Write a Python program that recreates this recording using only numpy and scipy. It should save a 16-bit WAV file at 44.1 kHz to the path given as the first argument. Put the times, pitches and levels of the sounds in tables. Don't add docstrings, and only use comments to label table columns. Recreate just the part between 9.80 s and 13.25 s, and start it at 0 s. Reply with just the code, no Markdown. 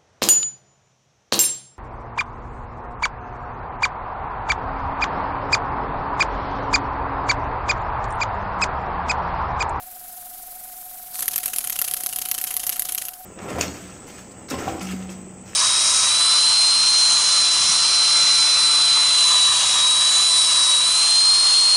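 import sys
import numpy as np
from scipy import signal
from scipy.fft import rfft, irfft
from scipy.io import wavfile
from scipy.ndimage import uniform_filter1d

SR = 44100
rng = np.random.default_rng(int(sys.argv[2]) if len(sys.argv) > 2 else 0)


def voltage_ratio(decibels):
    exponent = np.asarray(decibels, float) / 20
    return 10 ** exponent


def digitize_waveform(pressure):
    field = np.atleast_2d(pressure).T
    bounded = np.clip(field, -1, 1)
    quanta = np.round(bounded * 32767).astype(np.int16)
    wavfile.write(sys.argv[1], SR, quanta)


N = 152145


def read(points, hz):
    f, value = np.transpose(points)
    return np.interp(np.log(hz + 1), np.log(f + 1), value)


def curve(points):
    s, value = np.transpose(points)
    return np.interp(np.arange(N) / SR, s, value)


def evened(x):
    return x / np.sqrt(np.mean(x ** 2) + 1e-20)


def noise(tone, patchy_db):
    frames, hz = N // 128 + 5, np.fft.rfftfreq(512, 1 / SR)
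    real, imaginary, patches = rng.standard_normal((frames, 257, 3)).T
    patches = uniform_filter1d(patches, size=12, axis=0)
    patches = evened(uniform_filter1d(patches, size=4, axis=1))
    gain = voltage_ratio(read(tone, hz)[:, None] + patchy_db * patches)
    spectrum = (real + 1j * imaginary) * gain
    return evened(signal.istft(spectrum, nperseg=512, noverlap=384)[1][:N])


def long_noise(tone):
    gain = voltage_ratio(read(tone, np.fft.rfftfreq(N, 1 / SR)))
    return evened(irfft(rfft(rng.standard_normal(N)) * gain, N))


# t/s, stroke rate/Hz
PUMP = [
    (0, 23.34),
    (1.33, 23.34),
    (1.62, 23.545),
    (3.45, 23.545),
]


def pump_angle():
    return 2 * np.pi * np.cumsum(curve(PUMP)) / SR


# f/Hz, width/Hz, level/dB
CASING = [(238, 60, -76), (580, 89, -77), (669, 29, -67), (803, 35, -69.5), (1077, 58, -75),
          (1278, 48, -71), (1490, 127, -71.5), (1704, 80, -76.5)]


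def casing_ring(turn):
    out = np.zeros(N)
    for order in range(6, 80):
        f0 = order * PUMP[0][1]
        near = max(db - 10 * np.log10(1 + (2 * (f0 - f) / width) ** 4) for f, width, db in CASING)
        phase = 0.68 * rng.standard_normal()
        out += np.sqrt(2) * voltage_ratio(near) * np.sin(order * turn + phase)
    return out


# multiple of pump speed, level/dB
ORDERS_DB = [(1, -65), (30, -56.5), (31, -52), (32, -59)]
# multiple of pump speed, level/dB
SLOT_DB = [(22, -61), (23, -52.5), (24, -62)]
LOADED_DB = [-1, -9.5, -2.5, -5.5, 7, -1, -1]


def motor_tones(turn):
    mains_hz, waver_db = 200, 2
    t, load, out = np.arange(N) / SR, valve(), np.zeros(N)
    tones = [(order, db, 0) for order, db in ORDERS_DB] + [(order, db, mains_hz) for order, db in SLOT_DB]
    for (order, db, offset_hz), more_db in zip(tones, LOADED_DB):
        waver = evened(np.interp(t, np.arange(40) / 10, rng.standard_normal(40)))
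        angle = np.round(order) * turn + 2 * np.pi * (offset_hz * t + rng.random())
        out += np.sqrt(2) * voltage_ratio(db + more_db * load + waver_db * waver) * np.sin(angle)
    return out


# t/s, level/dB
LEAK = [
    (0, -40),
    (.3, -38.5),
    (1.3, -37.5),
    (1.5, -40.5),
    (3.2, -43.5),
    (3.3, -45),
    (3.45, -41),
]
# f/Hz, level/dB per Hz
LEAK_TONE = [(1060, -48), (1800, -17.5), (2220, -16), (2640, -17.5), (6360, -12), (12400, 0), (15000, -5),
             (16000, -9.5)]


def leak(turn):
    throb = 1 + 0.22 * np.cos(turn + 1.85) + 0.062 * np.cos(2 * turn - 2.1)
    return voltage_ratio(curve(LEAK)) * throb * noise(LEAK_TONE, patchy_db=1.5)


def compressor():
    turn = pump_angle()
    return casing_ring(turn) + motor_tones(turn) + leak(turn)


# f/Hz, level/dB per Hz
ROOM = [(20, -3.5), (40, -5.5), (120, -16), (240, -12.5), (480, -17.5), (730, -8.5), (900, -16),
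        (1500, -15.5), (2500, -23)]


def room():
    return voltage_ratio(-54) * long_noise(ROOM)


# t/s, level/dB
FLOW = [(1.31, -67), (1.336, -38), (1.35, -30.5), (1.375, -35), (1.395, -27.5), (1.42, -37), (1.47, -39),
        (2.0, -37.5), (3.25, -38.5), (3.31, -45), (3.36, -74)]
# f/Hz, level/dB per Hz
FLOW_TONE = [(600, -45), (1100, -18), (2300, -23.5), (4300, -9.5), (6700, -9), (11800, 1.5), (14000, -6),
             (16000, -19)]
# f/Hz, level/dB per Hz
RUMBLE = [(40, -3), (150, 0), (400, -5), (900, -2), (2000, -26.5)]


def exhaust():
    ticks_per_s, tick_db, tick_spread_db, tick_decay_s = 170, 0, 3.5, 0.0006
    strength = voltage_ratio(tick_db + tick_spread_db * np.minimum(rng.exponential(1, N), 3))
    ticks = strength * (rng.random(N) < ticks_per_s / SR)
    ticks = signal.oaconvolve(ticks, np.exp(-np.arange(400) / SR / tick_decay_s))[:N]
    hiss = noise(FLOW_TONE, patchy_db=2.5) + ticks * noise(RATTLE_TONE, patchy_db=4)
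    return voltage_ratio(curve(FLOW)) * hiss + voltage_ratio(-55.5) * valve() * long_noise(RUMBLE)


def valve():
    return uniform_filter1d(np.clip((curve(FLOW) + 55) / 10, 0, 1), size=8000)


# f/Hz, width/Hz, lift/dB
BRASS = [(1350, 120, 4.5), (2786, 300, 5), (3160, 120, 6.5), (6550, 300, 5.5), (9080, 240, -1.5),
         (10430, 450, 6.5), (12100, 260, 3.5), (12720, 360, 6)]


def brass_response(tone, hz, luck):
    db = read(tone, hz) + np.zeros((len(luck), 1))
    for k, (f, width, lift_db) in enumerate(BRASS):
        shifted_hz = f * (1 + 0.015 * luck[:, [2 * k]])
        off = (hz - shifted_hz) / (width / 2)
        db = db + (lift_db + 2 * luck[:, [2 * k + 1]]) / (1 + off ** 2)
    log_gain = np.log(voltage_ratio(np.concatenate([db, db[:, -2:0:-1]], axis=1)))
    return np.exp(log_gain - 1j * signal.hilbert(log_gain).imag)[:, :len(hz)]


def knocks(rows, tone, bounce_delay_s, contact_s, bounce_contact_s, puff_t60_s, trim_db=0):
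    size, lag_s = 4096, 0.0006
    s, peak_db, bounce_db, puff_db = np.transpose(rows)[:, :, None]
    t, hz = np.arange(size) / SR, np.fft.rfftfreq(size, 1 / SR)
    luck = rng.standard_normal((len(rows), 2 * len(BRASS) + 1))
    grit = rng.standard_normal((len(rows), size))
    contact = np.minimum(t / 0.00054, 1) * np.exp(-(t / (2 * contact_s)) ** 2)
    delay_s = bounce_delay_s * (1 + 0.099 * luck[:, -1:])
    late = np.maximum(t - delay_s, 0) / bounce_contact_s
    bounce = voltage_ratio(bounce_db) * late * np.exp(1 - late)
    puff = voltage_ratio(puff_db - 60 * t / puff_t60_s) * np.minimum(t / 0.0049, 1)
    push = (contact + bounce + puff) * grit
    sound = irfft(rfft(push) * brass_response(tone, hz, luck), size)
    sound = sound * voltage_ratio(peak_db + trim_db) / abs(sound).max(axis=1, keepdims=True)
    out = np.zeros(N + size)
    for start, one in zip(s[:, 0], sound):
        out[round((start + lag_s) * SR):][:size] += one
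    return out[:N]


# t/s, peak level/dB, bounce level/dB, puff level/dB
VENT = [(1.5994, -22.5, -7, -11), (1.6995, -18.5, -11, -10), (1.8056, -18.5, -6, -10),
        (1.9228, -13.5, -1, -6), (2.0415, -13.5, -4.5, -11.5), (2.1658, -14.5, -2, -10),
        (2.2895, -13.5, -8, -11), (2.4152, -12, -5, -16.5), (2.5421, -13, 0, -13), (2.6681, -15, -5.5, 2),
        (2.7948, -13.5, -7, -5), (2.9215, -14, -6, -3), (3.0493, -12.5, -2.5, -5.5),
        (3.1775, -10, -3.5, -11), (3.3336, -26, -4, -13), (1.5094, -18.5, -7, -6), (1.379, -29, -9, -11)]
# f/Hz, level/dB per Hz
VENT_TONE = [(150, -21.5), (900, -14), (2200, -11.5), (6800, -5), (9000, -4), (11500, -1.5), (16000, -12.5)]


def vent():
    return knocks(VENT, VENT_TONE, bounce_delay_s=.0035, contact_s=.001,
                  bounce_contact_s=.0015, puff_t60_s=0.13)


# t/s, peak level/dB, bounce level/dB, puff level/dB
SNAP = [(1.5586, -5.5, -10, -18), (1.6571, -8, -9, -13), (1.7607, -8, -14.5, -13), (1.8721, -11, -10, -17),
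        (1.9887, -7, -10.5, -14), (2.1111, -9, -12, -17), (2.2346, -10, -7, -13), (2.3598, -9.5, -12, -16),
        (2.4865, -9.5, -14, -13), (2.6132, -10, -16, -14), (2.74, -9, -14, -17), (2.8662, -8, -8.5, -12),
        (2.9941, -6.5, -10.5, -15.5), (3.1211, -7, -10.5, -16), (3.2513, -15, -15, -11),
        (1.4061, -10, -22, -26), (1.4569, -12, -25, -25)]
# f/Hz, level/dB per Hz
SNAP_TONE = [(150, -21), (900, -21), (2200, -16.5), (5500, -14), (9000, -9), (11000, -2.5), (13000, -5),
             (16000, -21.5)]


def snap():
    return knocks(SNAP, SNAP_TONE, bounce_delay_s=0.0014, contact_s=.0006,
                  bounce_contact_s=.001, puff_t60_s=0.085)


# t/s, peak level/dB, bounce level/dB, puff level/dB
RATTLE = [(1.422, -13, -16, -7.5), (1.533, -13, -1.5, -13), (1.630, -14, -1, -3), (1.7325, -14.5, -11, -17),
          (1.840, -15, -5, -6), (1.956, -14, 1, -15), (2.0765, -13, 2, -9), (2.2014, -14, 2, -9),
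          (2.3255, -14, 2, -12), (2.452, -14.5, -2, -12), (2.5784, -13, 2, -9), (2.705, -15.5, -2, -6),
          (2.8314, -14.5, 0, -8), (2.958, -15.5, 2.5, -10), (3.0864, -14.5, 1, -6),
          (3.2144, -15.5, 3.5, -11)]
# f/Hz, level/dB per Hz
RATTLE_TONE = [(150, -22), (900, -13.5), (2200, -8.5), (5000, -10.5), (9000, -6), (11000, -1),
               (16000, -14.5)]


def rattle():
    return knocks(RATTLE, RATTLE_TONE, bounce_delay_s=.0065, contact_s=0.0039,
                  bounce_contact_s=0.00077, puff_t60_s=0.2, trim_db=1.17)


# t/s, peak level/dB, bounce level/dB, puff level/dB
SLAP = [(1.4796, -4.5, -7, -16), (1.5787, -6.5, -8.5, -6), (1.679, -13, -7, -5), (1.7833, -5.5, -10.5, -22),
        (1.8969, -9.5, -10, -10), (2.0146, -6.5, -8, -16), (2.1367, -7.5, -6.5, -19),
        (2.261, -6, -7.5, -18), (2.3862, -8.5, -9, -16), (2.513, -5, -9, -14), (2.6391, -5.5, -9, -16),
        (2.7657, -4.5, -10.5, -21), (2.8926, -5, -9, -14), (3.0203, -7, -12, -22), (3.1474, -7, -9.5, -22),
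        (3.2832, -15.5, -7, -15)]
# f/Hz, level/dB per Hz
SLAP_TONE = [(150, -26), (900, -18.5), (2000, -12), (4500, -12.5), (9000, -11), (11500, 0.5), (13300, -5.5),
             (16000, -21.5)]


def slap():
    return knocks(SLAP, SLAP_TONE, bounce_delay_s=0.0045, contact_s=.0011,
                  bounce_contact_s=.0012, puff_t60_s=0.041)


def scene():
    engine = exhaust() + vent() + snap() + rattle() + slap()
    return (compressor() + room() + engine)[None]


def roll_off(x):
    return signal.sosfilt(signal.butter(12, 16810, fs=SR, output="sos"), x)


def record(dry):
    lowpass = signal.firwin(1023, 15800, window=("kaiser", 5), fs=SR)
    mix = signal.oaconvolve(dry, lowpass[None], "same")
    return roll_off(mix)


dry = scene()
out = record(dry)
digitize_waveform(out)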